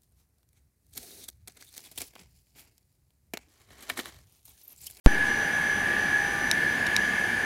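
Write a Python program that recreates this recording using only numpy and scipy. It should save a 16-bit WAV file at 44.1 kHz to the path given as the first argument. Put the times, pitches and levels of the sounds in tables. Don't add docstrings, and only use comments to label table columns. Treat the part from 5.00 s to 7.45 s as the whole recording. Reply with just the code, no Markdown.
import sys
import numpy as np
from scipy import signal
from scipy.fft import rfft, irfft
from scipy.io import wavfile
from scipy.ndimage import uniform_filter1d

SR = 44100
rng = np.random.default_rng(int(sys.argv[2]) if len(sys.argv) > 2 else 0)


def wav_record(signal):
    frames = np.transpose(np.atleast_2d(signal))
    bounded = np.clip(frames, -1, 1)
    quanta = np.round(bounded * 32767).astype(np.int16)
    wavfile.write(sys.argv[1], SR, quanta)


def boost_factor(decibels):
    exponent = np.asarray(decibels, float) / 20
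    return 10 ** exponent


N = 108045
T = np.arange(N) / SR
HZ = np.arange(N // 2 + 1) * SR / N


def walk(rate):
    k = max(int(SR / rate), 2)
    steps = np.repeat(rng.standard_normal(N // k + 2), k)
    return 1.43 * uniform_filter1d(uniform_filter1d(steps, k), k)[:N]


def curve(table, count):
    table = np.array(table)
    return np.interp(T, table[:, 0], table[:, count])


def at_level(x, db):
    return x * boost_factor(db) / np.sqrt(np.mean(x ** 2))


def tone(hz, db, wander_db, rate, slip):
    level = np.sqrt(2) * boost_factor(db + wander_db * walk(rate))
    return level * np.sin(2 * np.pi * (hz * T + rng.random()) + slip * walk(rate))


def shaped(gain, db):
    return at_level(irfft(rfft(rng.standard_normal(N)) * gain, N), db)


def rush(shape, db, swell_db, flicker_db):
    shape = np.array(shape)
    octave = np.log2(HZ + 1)
    corners = np.log2(shape[:, 0])
    swell = walk(3.6)
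    source = rfft(rng.standard_normal(N)) * boost_factor(np.interp(octave, corners, shape[:, 1]))
    out = 0
    for centre in np.arange(corners[0], corners[-1] + .5, .5):
        band = np.cos(np.pi * np.clip(octave - centre, -.5, .5)) ** 2
        out = out + irfft(source * band, N) * boost_factor(swell_db * swell + flicker_db * walk(8.81))
    return at_level(out, db)


# (frequency [Hz], level [dB])
AIR_COLOUR = [(12, -29), (20, -13.5), (152, -7), (208, -3), (530, -10), (569, -11), (824, -7.5),
              (1000, -11.5), (1350, -15.5), (1760, -22), (2970, -120)]
WATER_COLOUR = [(1440, -6), (2450, -0.5), (2500, 1), (3290, -0.5), (3550, -5), (4170, -8.5), (4810, -7),
                (5440, -13), (5650, -35), (7340, -52), (12400, -120)]
SPRAY_COLOUR = [(3680, -34), (6250, -0.5), (7550, -9.5), (10200, -2), (15700, -20)]


def air_and_water():
    out = rush(AIR_COLOUR, -36.5, swell_db=0.2, flicker_db=1.2)
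    out = out + rush(WATER_COLOUR, -41, swell_db=0.42, flicker_db=0.54)
    out = out + rush(SPRAY_COLOUR, -48, swell_db=0.14, flicker_db=0.37)
    return irfft(rfft(out) * (HZ < 15750), N)


# (time [s], rise [s], hold [s], sag [s])
SUPPLY_JUMPS = [
    (.06193, .00004, .0015, .0068),
    (.06625, .00025, .0006, .0046),
    (.0698, .0004, .0006, .0014),
]


def switch_on():
    rail = .865
    out = np.zeros(N)
    for at, rise, hold, sag in SUPPLY_JUMPS:
        share = np.clip((T - at) / rise, 0, 1)
        jump = rail * np.exp(-np.maximum(T - at - rise - hold, 0) / sag)
        out = (1 - share) * out + share * jump
    since = np.maximum(T - .0735, 0)
    undershoot = .105 * (1 - np.exp(-since / .008)) * np.exp(-since / .082)
    last_bump = .1 * np.exp(-((T - .0741) / .0006) ** 2)
    return out + last_bump - undershoot


# (time [s], half length [s], level [dB], centre [Hz], width [Hz])
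SCRAPES = [
    (.147, .002, -42, 6000, 4000),
    (.275, .025, -47, 5500, 2500),
    (1.725, .002, -50, 12000, 4000),
    (1.8675, .003, -43, 5500, 3000),
    (1.908, .0015, -56, 14500, 1200),
    (2.185, .002, -50, 13500, 3500),
]


def scrapes():
    out = np.zeros(N)
    for at, half, db, hz, width in SCRAPES:
        noise = shaped(1 / (1 + ((HZ - hz) / width) ** 2), db)
        out += noise * np.exp(-((T - at) / half) ** 2)
    return out


# (time [s], peak level [dB], brightness [dB per octave])
SHELL_TICKS = [
    (1.5133, -4.5, .5),
    (1.8655, -23, .5),
    (1.8688, -21, 1.5),
    (1.9646, -5.5, -1.2),
]
# (frequency [Hz], level [dB], 60 dB decay [s])
SHELL_MODES = [(2430, -6, .008), (3000, -5, .004), (3850, 0, .0085), (4520, -12, .012), (5580, -5, .015),
               (7050, -10, .009), (7750, -10, .007), (8500, -13, .005), (9200, -13, .005),
               (11050, -8, .006), (12850, -22, .008), (14400, -32, .008)]


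def ticks():
    length, hold_s, release_s = 2000, .0017, .0007
    out = np.zeros(N + length)
    t = np.arange(length) / SR
    onset = 1 - np.exp(-t / .00008)
    damping = .2 + .8 * np.exp(-np.maximum(t - hold_s, 0) / release_s)
    for at, db, bright_db in SHELL_TICKS:
        ring = np.zeros(length)
        for hz, mode_db, t60 in SHELL_MODES:
            level_chance, pitch_chance = rng.standard_normal(2)
            level = boost_factor(mode_db + .8 * level_chance + bright_db * np.log2(hz / 3870))
            decay = np.exp(-np.log(1000) * t / t60)
            ring += level * decay * np.sin(2 * np.pi * hz * (1 + .004 * pitch_chance) * t)
        ring = -ring * onset * damping
        i = int(at * SR)
        out[i:i + length] += boost_factor(db) * ring / np.abs(ring).max()
    return out[:N]


# (frequency [Hz], level under the main tone [dB])
MOTOR_TONES = [(5951, 0), (6025, -8), (5872, -13), (6151, -18), (6080, -19)]
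# (start [s], end [s], level [dB])
MOTOR_SPELLS = [(.06, .15, -47), (.275, .47, -46), (.52, .58, -46), (.62, .83, -48), (.87, .95, -55),
                (.98, 1.36, -49), (1.38, 1.55, -46), (1.59, 1.63, -54), (1.67, 1.76, -50),
                (1.98, 2.095, -50), (2.13, 2.3, -57), (2.38, 2.5, -56)]


def motor():
    spells = sum(boost_factor(db) * ((T > start) & (T < end)) for start, end, db in MOTOR_SPELLS)
    edge_s, base_db = .04, -59
    level = 20 * np.log10(uniform_filter1d(spells + boost_factor(base_db), int(edge_s * SR)))
    out = 0
    for hz, db in MOTOR_TONES[1:]:
        out = out + tone(hz, .5 * level - 26.5 + db, 2.7, 6.84, 0.37)
    out = out + tone(MOTOR_TONES[0][0], level - 2.6, 2.2, 16, .4)
    whistle_db = -69 + 11 * np.clip((T - 1.68) / 0.11, 0, 1)
    return out + tone(6764, whistle_db - .6, 1.4, 14, .5)


# (time [s], level [dB])
TOOTH_WHINE = [(0.1, -33.5), (0.23, -27), (0.26, -31.5), (0.47, -28), (0.52, -33.5), (0.55, -26.5),
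               (0.68, -30), (1.11, -30), (1.15, -25), (1.3, -38.5), (1.34, -35), (1.36, -38), (1.45, -38),
               (1.5, -35), (1.7, -32.5), (1.79, -41), (1.81, -29.5), (2.45, -34)]
# (time [s], upper level [dB], near level [dB])
SIDEBAND_DRIFT = [(.1, -40, -35), (.5, -41, -34.5), (.9, -37, -36), (1.0, -33.5, -38), (1.35, -35.5, -47),
                  (1.55, -30, -39), (1.8, -33.5, -43.5), (2.45, -33.5, -37.5)]
# (frequency [Hz], level [dB])
SHAFT_SIDEBANDS = [(1432, -55), (1469, -49), (1500, -49), (1512, -50), (1565, -50), (1587, -48),
                   (1623, -42), (1654, -47), (1671, -42), (1794, -47), (1826, -53), (1856, -47),
                   (1893, -48), (1710, -49)]
# (frequency [Hz], level [dB])
WEAK_TONES = [(339, -55), (2030, -58), (2116, -52), (2175, -55), (2261, -57), (2290, -57), (2309, -55),
              (2799, -61), (3176, -63)]
# (time [s], low gear level [dB], second gear level [dB])
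CAMERA_TURN = [(0.1, -39, -60), (0.13, -45.5, -54), (0.5, -42, -49), (0.52, -46, -49), (1.14, -44.5, -51),
               (1.17, -41, -60), (1.46, -44.5, -48), (1.51, -60, -47), (1.53, -60, -51), (2.11, -65, -46),
               (2.23, -49, -57), (2.45, -50, -50)]
# (frequency [Hz], width [Hz], level [dB])
CASING_MODES = [(1500, 98, -46.5), (1602, 87, -42.5), (1715, 120, -40.5), (1790, 300, -40),
                (2060, 270, -55), (2120, 76, -45), (2170, 28, -52.5), (2305, 124, -45.5)]


def gearbox():
    out = tone(1690.4, curve(TOOTH_WHINE, 1), 1.65, 16, 0.34)
    out = out + tone(1757.8, curve(SIDEBAND_DRIFT, 1), 1.1, 12.25, 0.33)
    out = out + tone(1726.8, curve(SIDEBAND_DRIFT, 2), 1.5, 10, .5)
    for hz, db in SHAFT_SIDEBANDS:
        out = out + tone(hz, db - .6, 1.75, 6.22, 0.59)
    for hz, db in WEAK_TONES:
        out = out + tone(hz, db - 1.1, 3, 6, .8)
    out = out + tone(812, curve(CAMERA_TURN, 1) - .4, .9, 10, .6)
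    out = out + tone(1187, curve(CAMERA_TURN, 2) - 1.1, 2.6, 7.6, 0.53)
    for hz, width, db in CASING_MODES:
        out = out + shaped(1 / (1 + (2 * (HZ - hz) / width) ** 2), db)
    return out


def scene():
    tower = air_and_water() + gearbox() + motor()
    handling = ticks() + scrapes()
    return (tower + handling)[None]


def band_limit(x):
    return signal.sosfilt(signal.butter(12, 16680, fs=SR, output="sos"), x)


def record(dry):
    opening = np.clip((T - 0.072) / 0.0039, 0, 1)
    idle_fade = np.clip((T - 0.04) / 0.007, 0, 1) * (1 - opening)
    hiss = boost_factor(-54.5) * rng.standard_normal(N) * idle_fade
    top_cut = signal.cheby2(12, 40, 16750, fs=SR, output="sos")
    mix = signal.sosfiltfilt(top_cut, dry * opening + hiss + switch_on())
    return band_limit(mix)


dry = scene()
out = record(dry)
wav_record(out)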